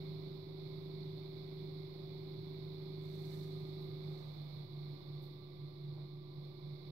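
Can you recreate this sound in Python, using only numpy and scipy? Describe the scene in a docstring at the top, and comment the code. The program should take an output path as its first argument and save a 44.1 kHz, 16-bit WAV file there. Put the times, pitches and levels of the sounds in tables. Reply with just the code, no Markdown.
"""In a pottery studio an electric wheel runs while a small cup is thrown.
The motor hums, whines and sings on multiples of its shaft rate; belt and bearings make the frame rumble.
Filtered noise gives the rushing air and the brushes' hiss to the right. As the hands load the clay the shaft
slows a little and the hum breaks into throbs. Wet fingers are shaped noise: grainy slides, dull rubs
and small smacks. A faint high hiss lies over it all."""
import sys
import numpy as np
from scipy import signal
from scipy.fft import rfft, irfft
from scipy.io import wavfile

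SR = 44100
rng = np.random.default_rng(int(sys.argv[2]) if len(sys.argv) > 2 else 0)


def to_wav(sig):
    """Store sig (one row per channel, or 1-D mono) as 16-bit WAV at the path in sys.argv[1].

    Samples outside -1..1 are clipped; the rate is SR.
    """
    pcm = np.clip(np.atleast_2d(sig), -1, 1) * 32767
    pcm = np.round(pcm).astype(np.int16)
    wavfile.write(sys.argv[1], SR, pcm.T)  # frames by channels


N = 304716
TIME = np.arange(N) / SR  # s
BINS = np.maximum(np.arange(N // 2 + 1) * SR / N, 1)  # Hz, kept above zero for the logarithms

# Speed of the motor shaft. Each row: time in seconds, speed in turns per second.
SHAFT_SPEED = [(0, 25.56), (0.4, 25.5), (0.9, 25.55), (1.5, 25.44), (2.2, 25.46), (2.8, 25.38),
               (3.4, 25.47), (3.8, 25.26), (4.1, 25.12), (4.3, 24.88), (4.5, 24.57), (4.8, 24.36),
               (5.2, 24.29), (5.6, 24.3), (6, 24.27), (6.4, 24.29), (6.9, 24.39)]
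# The hum's level before its trim and the load's pull. Each row: time in seconds, level in dB.
HUM_CURVE = [(0.0, -48.5), (0.11, -46), (0.49, -53.5), (0.51, -50.5), (1.1, -47), (1.27, -51),
             (1.82, -47.5), (1.93, -55.5), (1.98, -50), (3.48, -46), (4.0, -45.5)]
# Throbs that stand out of the hum under load. Each row: crest in seconds, half length in seconds, level in dB.
HUM_THROBS = [(4.097, 0.067, -46), (4.286, .04, -51.5), (4.418, 0.074, -46.5), (4.586, 0.06, -47),
              (4.841, 0.14, -45.5), (5.142, 0.077, -45.5), (5.323, 0.065, -54), (5.65, 0.06, -47),
              (5.923, 0.14, -45), (6.16, 0.05, -50), (6.414, 0.092, -48), (6.704, 0.073, -45.5),
              (6.89, 0.065, -50.5)]
# Deep partials of the hum. Each row: multiple of the shaft rate, level running free in dB,
# level under load in dB, left over right in dB.
HUM_TONES = [(4, -13, -22.5, -1.5), (6, 1.5, -0.56, -2.5), (7, -13.5, -22.5, 5), (8, -20, -27, 4.5)]
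# Partials of the housing's whine. Each row: multiple of the shaft rate, level running free in dB,
# level under load in dB, left over right in dB.
WHINE_TONES = [(11, -13, -24.5, -4), (12, -14.5, -19.5, -0.5), (13, -18, -10.5, -11),
               (14, -8.5, -15.5, -12.5), (15, 2.5, 2, 0), (16, -12, -7, -5.5)]
# Level of the commutator's thin singing. Each row: time in seconds, level in dB.
SINGING_CURVE = [(0, -90), (2.4, -93), (3.6, -77), (6.91, -77.5)]
# Partials of that singing. Each row: multiple of the shaft rate, level running free in dB,
# level under load in dB, left over right in dB.
SINGING_TONES = [(32, -10, -9, -8), (43, -12, -8.5, -2.5), (47, -15.5, -8.5, -8.5), (48, 0.5, -1, -11.5)]
# Resonances of frame and splash pan. Each row: frequency in Hz, width in Hz before narrowing, level in dB.
FRAME_RESONANCES = [(55, 9, -13), (114.4, 10, 0.5), (136.8, 7.7, 2.5), (143.6, 7.2, -1.5), (181, 15, -6),
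                    (293, 9.2, -8.5), (337.5, 14, -6.5), (496, 15, -21), (1021, 18, -19)]
# Shared level of brushes, air and high hiss, before their offsets. Each row: time in seconds, level in dB.
NOISE_CURVE = [(0.06, -63), (0.51, -65.5), (0.7, -64), (1.86, -64.5), (3.41, -64), (4.62, -64),
               (4.67, -66.5), (4.92, -64.5), (5.47, -68), (6.0, -68), (6.23, -70), (6.47, -66.5),
               (6.56, -68), (6.85, -66.5)]
# Spectrum of the rushing air. Each row: frequency in Hz, density in dB per Hz.
AIR_SPECTRUM = [(25, -9.5), (60, -3.5), (100, 5), (240, 3), (430, -0.5), (600, -2), (900, -7.5),
                (1150, -10.5), (1400, -17.5), (1800, -22.5), (3000, -21), (6000, -45)]
# Spectrum of the scraping brushes. Each row: frequency in Hz, density in dB per Hz.
BRUSH_SPECTRUM = [(1650, -44), (1900, -16.5), (2150, -6.5), (2380, -9.5), (2680, -30), (2950, -23),
                  (3150, -20), (3500, -2), (4250, 1.5), (4650, -7.5), (5050, -12), (6100, -33), (8000, -42),
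                  (11000, -50)]
# Wet fingers sliding on wheel head and clay. Each row: start in seconds, rise in seconds, peak in dB,
# brightness as a corner in Hz.
FINGER_SLIDES = [(2.98, 0.27, -74.5, 18000), (3.23, 0.12, -71, 15000), (3.52, .15, -84.5, 20000),
                 (4.0, 0.2, -81.5, 10000)]
# Spectrum of slip under the fingers. Each row: frequency in Hz, density in dB per Hz.
SLIP_SPECTRUM = [(1200, -4.5), (1800, 5), (2900, -5), (5700, 3.5), (6900, -4.5), (8100, -1.5), (9800, -9.5),
                 (11500, 2.5), (12600, 2), (14000, 1), (16000, -2.5)]
# Hands and sponge pressing on the pot. Each row: crest in seconds, half length in seconds, level in dB.
HAND_RUBS = [(4.145, .3, -68.5), (6.0, 0.048, -66.5)]
# Spectrum of the dull rub. Each row: frequency in Hz, density in dB per Hz.
RUB_SPECTRUM = [(200, -3.5), (600, 0), (1100, -11), (2000, -23.5)]
# Fingers touching or leaving the wet clay. 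Each row: start in seconds, level in dB, decay in seconds.
FINGER_SMACKS = [(3.805, -77, 0.063), (4.095, -82, .025), (5.219, -71, 0.018), (5.23, -81, 0.11)]
# Spectrum of a smack. Each row: frequency in Hz, density in dB per Hz.
SMACK_SPECTRUM = [(4000, -23), (7000, -17), (10500, -15), (12500, 1), (14200, -1.5), (15500, -10)]
# Spectrum of the faint high hiss. Each row: frequency in Hz, density in dB per Hz.
HIGH_HISS_SPECTRUM = [(3000, -9.5), (7000, -16.5), (9700, -14), (10800, -8), (12200, 1.5), (14000, 0),
                      (16000, 0)]

WHEEL_RATIO = 8.2  # motor turns per turn of the wheel head
FREE_SPEED, FULL_SAG = 25.45, 0.93  # turns per s: unloaded speed, and the slowing that counts as full load
HUM_TRIM_DB, LOAD_SINKS_HUM_DB = -1.43, 7.5
WHINE_FREE_DB, WHINE_LOADED_DB = -55, -62.5
WHINE_FOLLOWS = 0.33  # share of the hum's swing in dB
# the whine fades as the shaft passes through one speed
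QUIET_SPEED, QUIET_WIDTH = 24.75, 0.22  # turns per s
QUIET_DEPTH_DB = 16
RUMBLE_DB = -59
BRUSH_DB, LOW_AIR_DB, HIGH_AIR_DB, HIGH_HISS_DB = 0.34, -0.46, -2, -17  # relative to NOISE_CURVE
SLIDE_RELEASE_S = 0.19
LEFT_LAG_S = 0.00025  # the wheel stands a little to the right
CONVERTER_OFFSET = -0.0005
CUTOFF_HZ = 15700


def from_db(db):
    """Decibels to gain."""
    return 10 ** (np.asarray(db) / 20)


def rms_one(x):
    """Scale to unit power."""
    return x / np.sqrt(np.mean(x ** 2) + 1e-20)


def in_time(rows):
    """Each column of a curve at every sample."""
    s, *columns = np.transpose(rows)
    return [np.interp(TIME, s, column) for column in columns]


def colour(points):
    """Gain of a spectrum at every frequency bin, falling steeply past its ends."""
    hz, db = np.transpose(points)
    ends = np.minimum(1, np.minimum(BINS / hz[0], hz[-1] / BINS)) ** 4
    return from_db(np.interp(np.log(BINS), np.log(hz), db)) * ends


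def place(pan_db):
    """Left and right gains with a mean of one; a negative pan leans right."""
    gains = from_db([[pan_db / 2], [-pan_db / 2]])
    return gains / gains.mean()


def drift(rate):
    """Slow chance with a spread of one, fading out above the rate in Hz."""
    lowpass = 1 / (1 + (BINS / rate) ** 2) ** 2
    return rms_one(irfft(rfft(rng.standard_normal(N)) * lowpass, N))


def noise(gain, alike, pan_db):
    """Coloured stereo noise, partly shared by the two sides; its middle has unit power."""
    mid, side = irfft(rfft(rng.standard_normal((2, N))) * gain, N)
    shared = np.sqrt(1 + alike) * mid
    apart = np.sqrt(1 - alike) * side * [[1], [-1]]
    pair = (shared + apart) * place(pan_db)
    return pair / pair.mean(axis=0).std()


def partials(table, angle, load, sway_db, flutter_db, scatter):
    """Multiples of the shaft rate; the weak ones sway most with each turn of the wheel head."""
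    out = 0
    for multiple, free_db, loaded_db, pan_db in table:
        level_db = free_db + load * (loaded_db - free_db)
        weakness = 1 - from_db(free_db)
        sway = sway_db * weakness * np.sin(angle / WHEEL_RATIO + rng.uniform(0, 2 * np.pi))
        flutter = flutter_db * (0.5 + weakness) * drift(24)
        start_phase = scatter * rng.standard_normal()
        wave = np.sqrt(2) * np.cos(multiple * angle + start_phase)
        out = out + from_db(level_db + sway + flutter) * wave * place(pan_db)
    return out


def motor_tones(angle, speed, load):
    """Hum, whine and singing from one shaft; the whine shares part of the free hum's swells."""
    hum_db, = in_time(HUM_CURVE)
    swing_db = hum_db - hum_db.mean()
    return hum(angle, load, hum_db) + whine(angle, speed, load, swing_db) + singing(angle, load)


def hum(angle, load, hum_db):
    """The frame's deep hum sinks under load, where round throbs stand out of it."""
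    steady = from_db(hum_db + HUM_TRIM_DB - LOAD_SINKS_HUM_DB * load)
    throbs = sum(from_db(db) * np.exp(-np.abs((TIME - s) / half) ** 3) for s, half, db in HUM_THROBS)
    tones = partials(HUM_TONES, angle, load, sway_db=1.5, flutter_db=0.65, scatter=1.0)
    return np.hypot(steady, throbs) * tones


def whine(angle, speed, load, swing_db):
    """The housing's whine sinks under load; its partials start nearly in step and purr once per shaft turn."""
    quiet = np.exp(-((speed - QUIET_SPEED) / QUIET_WIDTH) ** 4)
    level_db = WHINE_FREE_DB + load ** 2 * (WHINE_LOADED_DB - WHINE_FREE_DB)
    level_db = level_db - QUIET_DEPTH_DB * quiet + WHINE_FOLLOWS * swing_db
    tones = partials(WHINE_TONES, angle, load, sway_db=1.3, flutter_db=0.9, scatter=0.12)
    return from_db(level_db) * tones


def singing(angle, load):
    """The commutator's thin tones waver slightly because chance nudges the shaft angle they follow."""
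    level_db, = in_time(SINGING_CURVE)
    waver = 0.0063 * drift(11)  # radians of shaft angle
    tones = partials(SINGING_TONES, angle + waver, load, sway_db=1.5, flutter_db=2.5, scatter=1.0)
    return from_db(level_db) * tones


def frame_rumble(angle):
    """Belt and bearings shake the frame's modes, harder once per turn of the wheel head."""
    power = 0
    for hz, width, db in FRAME_RESONANCES:
        detune = (BINS - hz) / (0.73 * width)  # each mode rings narrower than its listed width
        power = power + from_db(2 * db) / (1 + detune ** 2) ** 2
    level_db = RUMBLE_DB + 2.0 * np.sin(angle / WHEEL_RATIO)
    return from_db(level_db) * noise(np.sqrt(power), alike=0.89, pan_db=-2.5)


def air_and_brushes(angle, noise_db):
    """Air rushes through the motor; the brushes scrape, a little harder once per shaft turn."""
    deep = 1 / (1 + (BINS / 380) ** 4)  # long waves reach both sides more alike
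    air = colour(AIR_SPECTRUM)
    low_air = from_db(noise_db + LOW_AIR_DB) * noise(air * np.sqrt(deep), alike=0.29, pan_db=-9.5)
    high_air = from_db(noise_db + HIGH_AIR_DB) * noise(air * np.sqrt(1 - deep), alike=0.089, pan_db=-5.5)
    scrape_db = noise_db + BRUSH_DB + 0.14 * np.cos(angle) + 0.51 * drift(40)
    brushes = from_db(scrape_db) * noise(colour(BRUSH_SPECTRUM), alike=0.02, pan_db=-21.0)
    return low_air + high_air + brushes


def wet_hands():
    """All that the hands do on the wet clay: slides, rubs and smacks."""
    return finger_slides() + hand_rubs() + finger_smacks()


def finger_slides():
    """Slip under the fingers hisses; fast chance in its level makes it grainy."""
    slides = 0
    for s, rise, db, corner_hz in FINGER_SLIDES:
        age = np.maximum(TIME - s, 0)
        release = np.exp(-np.maximum(age - rise, 0) / SLIDE_RELEASE_S)
        stroke = np.sqrt(np.minimum(age / rise, 1)) * release
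        dulling = 1 / np.sqrt(1 + (BINS / corner_hz) ** 6)
        slip = noise(colour(SLIP_SPECTRUM) * dulling, alike=0.04, pan_db=-4.5)
        slides = slides + from_db(db + 1.85 * drift(120)) * stroke * slip
    return slides


def hand_rubs():
    """Pressing on the pot swells and fades as a dull, rounded burst of low noise."""
    press = sum(from_db(db) * np.exp(-((TIME - s) / half) ** 2) for s, half, db in HAND_RUBS)
    return press * noise(colour(RUB_SPECTRUM), alike=0.3, pan_db=-5)


def finger_smacks():
    """Fingers meeting or leaving wet clay give a bright burst that starts fast and dies away."""
    burst = 0
    for s, db, decay in FINGER_SMACKS:
        age = np.maximum(TIME - s, 0)
        attack = np.minimum(age / 0.004, 1)
        burst = burst + from_db(db) * attack * np.exp(-age / decay)
    return burst * noise(colour(SMACK_SPECTRUM), alike=0.05, pan_db=3)


def high_hiss(noise_db):
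    """A faint wide hiss of treble noise follows the level of the brushes."""
    hiss = noise(colour(HIGH_HISS_SPECTRUM), alike=0.02, pan_db=3.5)
    return from_db(noise_db + HIGH_HISS_DB) * hiss


def scene():
    """One shaft drives the wheel's tones and pulses; the wheel reaches the left side a moment later."""
    speed, = in_time(SHAFT_SPEED)
    noise_db, = in_time(NOISE_CURVE)
    angle = 2 * np.pi * np.cumsum(speed) / SR
    load = np.clip((FREE_SPEED - speed) / FULL_SAG, 0, 1)  # the hands' load, read from the slowing
    left, right = motor_tones(angle, speed, load) + frame_rumble(angle) + air_and_brushes(angle, noise_db)
    late_left = np.interp(TIME - LEFT_LAG_S, TIME, left)
    wheel = np.array([late_left, right])
    return wheel + wet_hands() + high_hiss(noise_db)


def record(dry):
    """Soft ends, the converter's small offset, and a steeply cut top."""
    ends = np.minimum(1, np.minimum(TIME, TIME[-1] - TIME) / 0.004)
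    top_cut = signal.ellip(12, 0.1, 80, CUTOFF_HZ, fs=SR, output="sos")
    return signal.sosfilt(top_cut, ends * (dry + CONVERTER_OFFSET))


dry = scene()
out = record(dry)
to_wav(out)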